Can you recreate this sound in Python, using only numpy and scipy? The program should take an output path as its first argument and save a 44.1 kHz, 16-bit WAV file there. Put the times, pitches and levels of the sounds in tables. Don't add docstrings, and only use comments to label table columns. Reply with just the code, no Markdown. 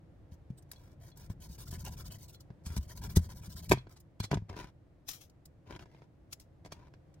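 import sys
import numpy as np
from scipy import signal
from scipy.fft import rfft, irfft
from scipy.io import wavfile
from scipy.ndimage import uniform_filter1d

SR = 44100
rng = np.random.default_rng(int(sys.argv[2]) if len(sys.argv) > 2 else 0)


def generate_wav(signal):
    frames = np.transpose(np.atleast_2d(signal))
    scaled = np.clip(frames, -1, 1) * 32767
    pcm = np.round(scaled).astype(np.int16)
    wavfile.write(sys.argv[1], SR, pcm)


N = 317520

# start_s, end_s, hiss_db, rasp_db
RUBS = [(4.485, 4.555, -79.5, -52.5), (4.558, 4.65, -58.5, -48), (4.64, 4.705, -74.5, -59.5),
        (5.658, 5.695, -78, -59.5), (5.693, 5.775, -70.5, -50.5), (5.79, 5.84, -67, -54.5),
        (5.85, 6.06, -81.5, -69), (6.645, 6.678, -71, -59.5), (6.735, 6.885, -85, -62)]
# centre_hz, width_hz, height_db
BOARD_MODES = [(291, 27, 6.5), (385, 55, 10), (674, 90, 9), (791, 41, -1), (980, 95, 14), (1555, 200, 8),
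               (1680, 87, 2), (2282, 180, 6.5), (3300, 130, 6.5), (4630, 170, -2.5)]
# frequency_hz, level_db
CONTACT_SPECTRUM = [(40, -21), (150, 4), (400, 1), (560, -2), (900, -6), (1200, -10.5), (2000, -12.5),
                    (3000, -17.5), (5000, -15), (8000, -28.5), (16000, -40.5)]
# frequency_hz, level_db
SKIN_SPECTRUM = [(200, -26.5), (1000, -8.5), (2800, -10.5), (4500, -1), (7200, 2), (8500, -1),
                 (12000, -4.5), (16000, -7)]
SAW_TURNS = [
    [1.395, 1.48, 1.573, 1.649, 1.704, 1.775, 1.835, 1.899, 1.959, 2.035, 2.095, 2.176, 2.272, 2.319, 2.367],
    [2.646, 2.796, 2.87, 2.944, 3.006, 3.08, 3.145, 3.204, 3.281, 3.342, 3.41, 3.485, 3.551, 3.615, 3.68],
]
# time_s, knock_db, hardness_db_per_octave, table_thud_db, table_pitch_hz
BLOWS = [(0.32, -64, 5, -43, 81.6), (0.503, -63, 4, -32.5, 129), (0.734, -52.5, 5.5, -58, 109),
         (1.3, -44, -5, -31.5, 102), (1.498, -60, -4, -40, 74), (1.727, -47, -1, -36.5, 87),
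         (1.866, -49, 6, -39, 110), (2.504, -47.5, -6.5, -40, 127), (2.666, -56, 2, -33, 76),
         (2.703, -57, -8, -34, 75.6), (2.766, -38.5, -0.5, -28, 96), (2.781, -50, -9, -26.5, 71),
         (3.163, -36.5, -10, -25.5, 75.5), (3.17, -19, -41, -11.5, 87), (3.479, -69, 2, -37.5, 91),
         (3.702, -43, 4, -24, 101.4), (3.714, -19.5, -1, -37, 138), (3.719, -9.5, -3.5, -20.5, 151),
         (3.735, -22, -8, -22.5, 128), (3.774, -40, -4, -35.5, 128), (3.87, -46, -5, -55, 130),
         (4.202, -35, 3, -27.5, 103.8), (4.241, -40, 5.5, -38.5, 108), (4.315, -28, 1, -25.5, 147),
         (4.33, -24, -7.5, -27, 153), (4.337, -24, -13.5, -38, 128), (4.356, -42, -4, -28, 133),
         (4.372, -33, -4.5, -26.5, 101.6), (4.421, -55, -11, -37.5, 101), (4.498, -43.5, -7, -37.5, 95),
         (4.566, -43, 1.5, -52, 110), (5.794, -47, 1, -55, 130), (5.858, -51.5, -2.5, -57, 130),
         (5.948, -51, -3, -52, 130), (6.02, -49, -4.5, -52, 130), (6.65, -49, 2, -48.5, 140),
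         (6.661, -45.5, -1, -50.5, 140), (6.723, -40.5, 5, -47.5, 144), (6.939, -50.5, -1, -63, 128.6)]
LEAD_S = .03


def amp(db):
    return 10 ** (np.asarray(db) / 20)


def unit_rms(x):
    return x / np.sqrt(np.mean(x ** 2) + 1e-20)


def peaked(x, size):
    return x / np.sqrt(uniform_filter1d(x ** 2, size).max())


def curve_at(points, hz):
    f, value = np.transpose(points)
    return np.interp(np.log(hz + 1), np.log(f), value)


def add(mix, s, sound):
    part = mix[max(round(s * SR), 0):][:len(sound)]
    part += sound[:len(part)]


def seconds(size):
    return np.arange(size) / SR


def through(x, response):
    return signal.oaconvolve(x, response)[:len(x)]


def highpass(x, hz):
    return signal.lfilter(*signal.butter(2, hz, "high", fs=SR), x)


def burst(t, rise_s, decay_s):
    return np.exp(-abs(t / np.where(t < 0, rise_s, decay_s)))


def colour(spectrum, modes=(), tilt_db=0, knee_hz=1000, size=8192):
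    hz = abs(np.fft.fftfreq(size, 1 / SR))
    db = curve_at(spectrum, hz) + tilt_db * np.log2(1 + hz / knee_hz)
    for centre, width, height in modes:
        db = db + height / (1 + (hz - centre) ** 2 / width ** 2)
    minimum_phase = np.exp(np.conj(signal.hilbert(np.log(amp(db)))))
    response = np.fft.ifft(minimum_phase).real
    return response / np.linalg.norm(response)


def grains(per_s, spread_db, clump_db):
    clicks = (rng.random(N) < per_s / SR) * rng.choice([-1, 1], N)
    strength_db = spread_db * np.minimum(rng.exponential(1, N), 5)
    clumps = unit_rms(uniform_filter1d(rng.standard_normal(N), 220))
    return unit_rms(clicks * amp(strength_db + clump_db * clumps))


def gestures(rows, column, roundness):
    level = np.zeros(N)
    for row in rows:
        phase = np.linspace(0, np.pi, max(round((row[1] - row[0]) * SR), 20))
        add(level, row[0], amp(row[column]) * unit_rms(abs(np.sin(phase)) ** roundness))
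    return level


def effort(s):
    # time_s, bite_db, force_db
    arm_effort = [(0.5, -70, -65.5), (1.24, -64, -54.5), (1.42, -56.5, -52.5), (1.53, -58.5, -54),
                  (1.62, -54, -49), (1.85, -57, -45), (1.999, -56, -47), (2.16, -56.5, -51),
                  (2.329, -60, -61.5), (2.548, -60, -70), (2.72, -68.5, -49.5), (2.88, -59, -53.5),
                  (3.07, -54.5, -42), (3.25, -60, -46.5), (3.44, -62, -50.5), (3.58, -51, -49.5),
                  (3.68, -56.5, -49), (3.9, -65, -58.5)]
    times, bite, force = np.transpose(arm_effort)
    return np.interp(s, times, bite), np.interp(s, times, force, right=-90)


def kitchen(x, left_db, left_lead_s, early_db, tail_db, scatter_hz=600):
    t, channels = seconds(9000), []
    sway = 2 * np.pi * 2.7 * seconds(N)
    for side in (1, -1):
        mic = np.roll(x, round(max(-side * left_lead_s, 0) * SR))
        for share in (np.cos(sway), np.sin(sway)):
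            taps = rng.choice([-1, 1], len(t)) * (rng.random(len(t)) < .15) * (t > .0004)
            early = taps * np.exp(-t / .0046)
            tail = taps * np.exp(-t / .032) * (t > .008)
            echoes = amp(early_db) * early / np.linalg.norm(early)
            echoes += amp(tail_db) * tail / np.linalg.norm(tail)
            mic = mic + share * through(x, highpass(echoes, scatter_hz))
        channels.append(amp(side * left_db / 2) * mic / np.sqrt(1 + amp(early_db) ** 2))
    return np.array(channels)


def room_tone():
    # frequency_hz, level_db
    spectrum = [(12, -48), (20, -14), (86, -2.5), (158, -4.5), (216, -17), (328, -11.5), (410, -21),
                (527, -18), (1000, -30.5), (1090, -32), (1910, -36), (2670, -42), (16000, -60)]
    # frequency_hz, correlation
    likeness = [(100, 0.98), (250, 0.6), (600, 0.5), (1500, 0.1)]
    # time_s, level_db
    drift = [(0, 2.5), (1, 2), (2.5, 2.5), (4.1, 0), (5, 0), (6.202, 0.5), (7.2, 2)]
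    hz = np.fft.rfftfreq(N, 1 / SR)
    left, other = rfft(rng.standard_normal((2, N)))
    same = np.clip(curve_at(likeness, hz), 0, 1)
    right = same * left + np.sqrt(1 - same ** 2) * other
    tone = irfft(np.array([left, right]) * amp(curve_at(spectrum, hz)), N)
    return amp(-60.5 + np.interp(seconds(N), *np.transpose(drift))) * unit_rms(tone)


def thud(hz, width_hz=17, height_db=11):
    # frequency_hz, level_db
    spectrum = [(20, -14), (45, 3.5), (80, 1), (130, -1.5), (200, -4), (300, -17.5), (500, -34),
                (1000, -44), (3000, -86.5)]
    # centre_hz, width_hz, height_db
    table_modes = [(75, 12, 2.9), (101.8, 4.7, 1.6), (132, 3.3, 2), (167, 12, 6), (204.2, 26, 5)]
    modes = [*table_modes, (hz, width_hz, height_db)]
    return peaked(colour(spectrum, modes, tilt_db=8 * np.log2(hz / 88), knee_hz=60), size=300)


def table_top(jolt_db=5.5):
    # frequency_hz, level_db
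    spectrum = [(20, -16.5), (45, 0), (85, 1), (120, 1), (200, -10), (300, -28), (600, -40), (2000, -69.5)]
    thuds, jolt = np.zeros(N), thud(hz=84)
    for s, _, _, db, hz in BLOWS:
        add(thuds, s, amp(db) * thud(hz))
    for s in np.concatenate(SAW_TURNS):
        add(thuds, s, amp(effort(s)[1] + jolt_db) * jolt)
    arm = amp(effort(seconds(N))[1])
    hand = gestures(RUBS, column=3, roundness=.15)
    rumble = unit_rms(through(rng.standard_normal(N), colour(spectrum)))
    return amp(-1) * thuds + (amp(.1) * arm + amp(-.5) * hand) * rumble


def plastic_bag(rise_s=.0057):
    # time_s, level_db, decay_s
    crumples = [(5.087, -37.5, 0.02), (5.135, -49, .022), (5.215, -54.5, 0.019), (6.33, -41.5, 0.0028),
                (6.41, -60, 0.013)]
    # frequency_hz, level_db
    spectrum = [(100, 0.5), (400, -9), (1200, -13), (2500, -6.5), (4000, -6.5), (5500, 1), (8000, -9.5),
                (10000, -10), (13000, -5), (16000, -10.5)]
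    creases = grains(per_s=5000, spread_db=2, clump_db=2)
    level = sum(amp(db) * burst(seconds(N) - s, rise_s, decay_s) for s, db, decay_s in crumples)
    return amp(1) * through(creases * level, colour(spectrum))


def cell_pops(per_s, low_hz, high_hz, cycles, spread_db, pitches=24):
    t, out = seconds(900), np.zeros(N)
    rings = [np.sin(2 * np.pi * hz * t) * np.exp(-hz * t / cycles)
             for hz in np.geomspace(low_hz, high_hz, pitches)]
    chance, strength, pitch = rng.random(N), rng.exponential(1, N), rng.integers(0, pitches, N)
    for at in np.flatnonzero(chance < per_s / SR):
        add(out, at / SR, amp(spread_db * min(strength[at], 4)) * rings[pitch[at]])
    return unit_rms(out)


def sweeping(hand_damping=.14):
    # frequency_hz, level_db
    spectrum = [(200, 6), (1000, 8), (2500, 7), (3600, 2.5), (5000, 6), (7000, -2), (10000, -6.5),
                (16000, -15)]
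    slips = grains(per_s=2600, spread_db=4, clump_db=2.5)
    ticks = cell_pops(per_s=490, low_hz=1245, high_hz=3670, cycles=4.2, spread_db=8)
    skim = gestures(RUBS, column=2, roundness=.25)
    press = gestures(RUBS, column=3, roundness=.22)
    damped = [(hz, width, height * (1 - hand_damping)) for hz, width, height in BOARD_MODES]
    hiss = through(slips * skim, colour(spectrum))
    rasp = through(slips * press, colour(CONTACT_SPECTRUM, damped, tilt_db=-1))
    return amp(2.5) * hiss + amp(-.5) * rasp + amp(-12) * ticks * press


def blade_ring():
    # start_s, level_db
    tings = [(0.76, -57), (1.117, -59), (2.346, -52), (3.783, -48), (4.202, -38.5), (4.24, -41.5)]
    # pitch_hz, level_db, t60_s
    modes = [(3400, 10, 0.11), (4100, 12, 0.07), (4320, 16, 0.034), (5700, 3, 0.036)]
    t, out = seconds(16000), np.zeros(N)
    steel = sum(amp(db - 60 * t / t60) * np.sin(2 * np.pi * hz * t) for hz, db, t60 in modes)
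    for s, db in tings:
        add(out, s, amp(db) * peaked(steel, size=130))
    return out


def board_knocks():
    t, out = seconds(9000) - LEAD_S, np.zeros(N)
    for s, db, tilt_db, _, _ in BLOWS:
        scuff = highpass(rng.standard_normal(len(t)), hz=2000)
        force = .12 * scuff * burst(t, rise_s=.002, decay_s=.005)
        force[round(LEAD_S * SR)] += 1
        knock = through(force, colour(CONTACT_SPECTRUM, BOARD_MODES, tilt_db))
        add(out, s - LEAD_S, amp(db) * peaked(knock, size=130))
    return amp(.5) * out


def board_flex(stereo, hz, width_hz):
    left, right = stereo
    f = np.fft.rfftfreq(N, 1 / SR)
    bend = hz ** 2 - f ** 2 + 1j * f * width_hz
    return np.array([left, irfft(rfft(right) * np.conj(bend) / bend, N)])


def squelches(width_hz=260):
    # time_s, level_db, pitch_hz
    pockets = [(0.581, -63.5, 8300), (1.862, -51, 2860), (1.875, -45.5, 710), (2.108, -57.5, 3070),
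               (2.912, -58, 1670)]
    t, out = seconds(5000), np.zeros(N)
    for s, db, hz in pockets:
        gap = np.sin(2 * np.pi * hz * t) * np.exp(-np.pi * width_hz * t)
        fizz = rng.standard_normal(len(t)) * burst(t - LEAD_S, rise_s=.0043, decay_s=.0097)
        add(out, s - LEAD_S, amp(db) * peaked(through(fizz, gap), size=130))
    return out


def skin_snaps(strain_share=.74):
    # time_s, level_db, decay_s, treble_db_per_octave
    snaps = [(0.626, -61, 0.0027, 1), (0.716, -35.5, .001, -2), (1.174, -45, .002, 6),
             (1.3, -53.5, 0.0029, -3), (1.713, -41, .0035, -0.5), (1.851, -35.5, 0.0014, 5),
             (2.121, -43, 0.0026, 15), (2.665, -40, 0.012, -5.5), (2.766, -36, 0.0047, -2),
             (2.777, -34.5, 0.0022, -8), (3.163, -26.5, 0.0044, -1), (3.169, -24, 0.0023, -2.5),
             (3.695, -30.5, .003, -2), (3.719, -24, 0.0057, -4.5), (3.971, -55, 0.0074, -12),
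             (4.004, -51.5, .0027, 6.5), (4.202, -37.5, 0.0019, 1.5), (4.24, -39, 0.007, -11),
             (4.315, -29.5, 0.0042, -27.5), (4.344, -31, 0.0026, -19), (4.496, -41, 0.0026, -21),
             (5.298, -58, 0.0016, -3), (5.457, -45.5, 0.0019, 3), (6.329, -35, 0.0024, -2.5),
             (6.4, -46.5, 0.0018, 0), (6.66, -52.5, .003, -9), (6.723, -40, 0.0048, -21),
             (7.142, -59, .003, -9)]
    t, out = seconds(5000) - LEAD_S, np.zeros(N)
    clicks = grains(per_s=11000, spread_db=-1, clump_db=-4.5)
    crackles = clicks[:len(snaps) * len(t)].reshape(len(snaps), -1)
    for (s, db, decay_s, tilt_db), crackle in zip(snaps, crackles):
        skin = colour(SKIN_SPECTRUM, tilt_db=tilt_db, knee_hz=3860, size=1024)
        snap = through(crackle * burst(t, strain_share * decay_s, decay_s), skin)
        add(out, s - LEAD_S, amp(db) * peaked(snap, size=88))
    return amp(-4) * out


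def strokes(rest_s=.009, rasp_db=-10, pull_tear_db=-1.5, pull_rasp_db=-6.5):
    # start_s, end_s, level_db
    scrapes = [(0.31, 0.356, -73), (0.571, 0.595, -67), (0.685, 0.952, -83), (0.998, 1.12, -70.5),
               (1.156, 1.278, -65.5), (1.297, 1.331, -66), (2.399, 2.418, -63), (3.887, 3.95, -70.5)]
    rows = [(start, end, db, effort(start)[1] + rasp_db) for start, end, db in scrapes]
    for turns in SAW_TURNS:
        for k, (start, end) in enumerate(zip(turns, turns[1:])):
            bite, force = effort((start + end) / 2)
            pull = k % 2
            rows.append((start + rest_s / 2, end - rest_s / 2,
                         bite + pull * pull_tear_db, force + rasp_db + pull * pull_rasp_db))
    return rows


def fresh_fibres(x, depth_db):
    frames = signal.stft(x, nperseg=256, noverlap=192)[2].T
    drift = uniform_filter1d(rng.standard_normal(frames.shape), 14, axis=0)
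    patches = unit_rms(uniform_filter1d(drift, 5, axis=1))
    return signal.istft((frames * amp(depth_db * patches)).T, nperseg=256, noverlap=192)[1][:N]


def sawing():
    # frequency_hz, level_db
    spectrum = [(200, -33.5), (900, -21), (2000, -8), (3200, -1), (5000, 4), (7200, 1.5), (8500, -1),
                (12000, -2), (16000, -1.5)]
    tearing = grains(per_s=5600, spread_db=3, clump_db=2.3)
    juice = cell_pops(per_s=200, low_hz=1301, high_hz=6600, cycles=9.2, spread_db=1.8)
    bite = gestures(strokes(), column=2, roundness=.8)
    press = gestures(strokes(), column=3, roundness=.51)
    hiss = fresh_fibres(through(tearing * bite, colour(spectrum)), depth_db=2.5)
    rasp = through(tearing * press, colour(CONTACT_SPECTRUM, BOARD_MODES, tilt_db=6))
    tough_fibres = grains(per_s=90, spread_db=1.5, clump_db=-.5)
    cracks = through(tough_fibres * press, colour(SKIN_SPECTRUM, tilt_db=-1.5))
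    return hiss + amp(1) * rasp + amp(-9.5) * juice * np.sqrt(bite * press) + amp(-5.5) * cracks


def scene():
    board = kitchen(board_knocks(), left_db=-1, left_lead_s=.00002, early_db=.5, tail_db=-13,
                    scatter_hz=1700)
    return (kitchen(sawing() + squelches(), left_db=.9, left_lead_s=.00007, early_db=2, tail_db=-18)
            + kitchen(skin_snaps() + blade_ring(), left_db=1.2, left_lead_s=.00007, early_db=2,
                      tail_db=-22.5)
            + board_flex(board, hz=1870, width_hz=1250)
            + kitchen(sweeping(), left_db=3, left_lead_s=.00007, early_db=1, tail_db=-25)
            + kitchen(plastic_bag(), left_db=6.5, left_lead_s=.00032, early_db=7.5, tail_db=-22)
            + kitchen(table_top(), left_db=1.3, left_lead_s=.00022, early_db=-11, tail_db=-10)
            + room_tone())


def record(dry):
    lowpass = signal.firwin(511, 16150, window=("kaiser", 9), fs=SR)
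    return signal.oaconvolve(dry, lowpass[None], "same")


dry = scene()
out = record(dry)
generate_wav(out)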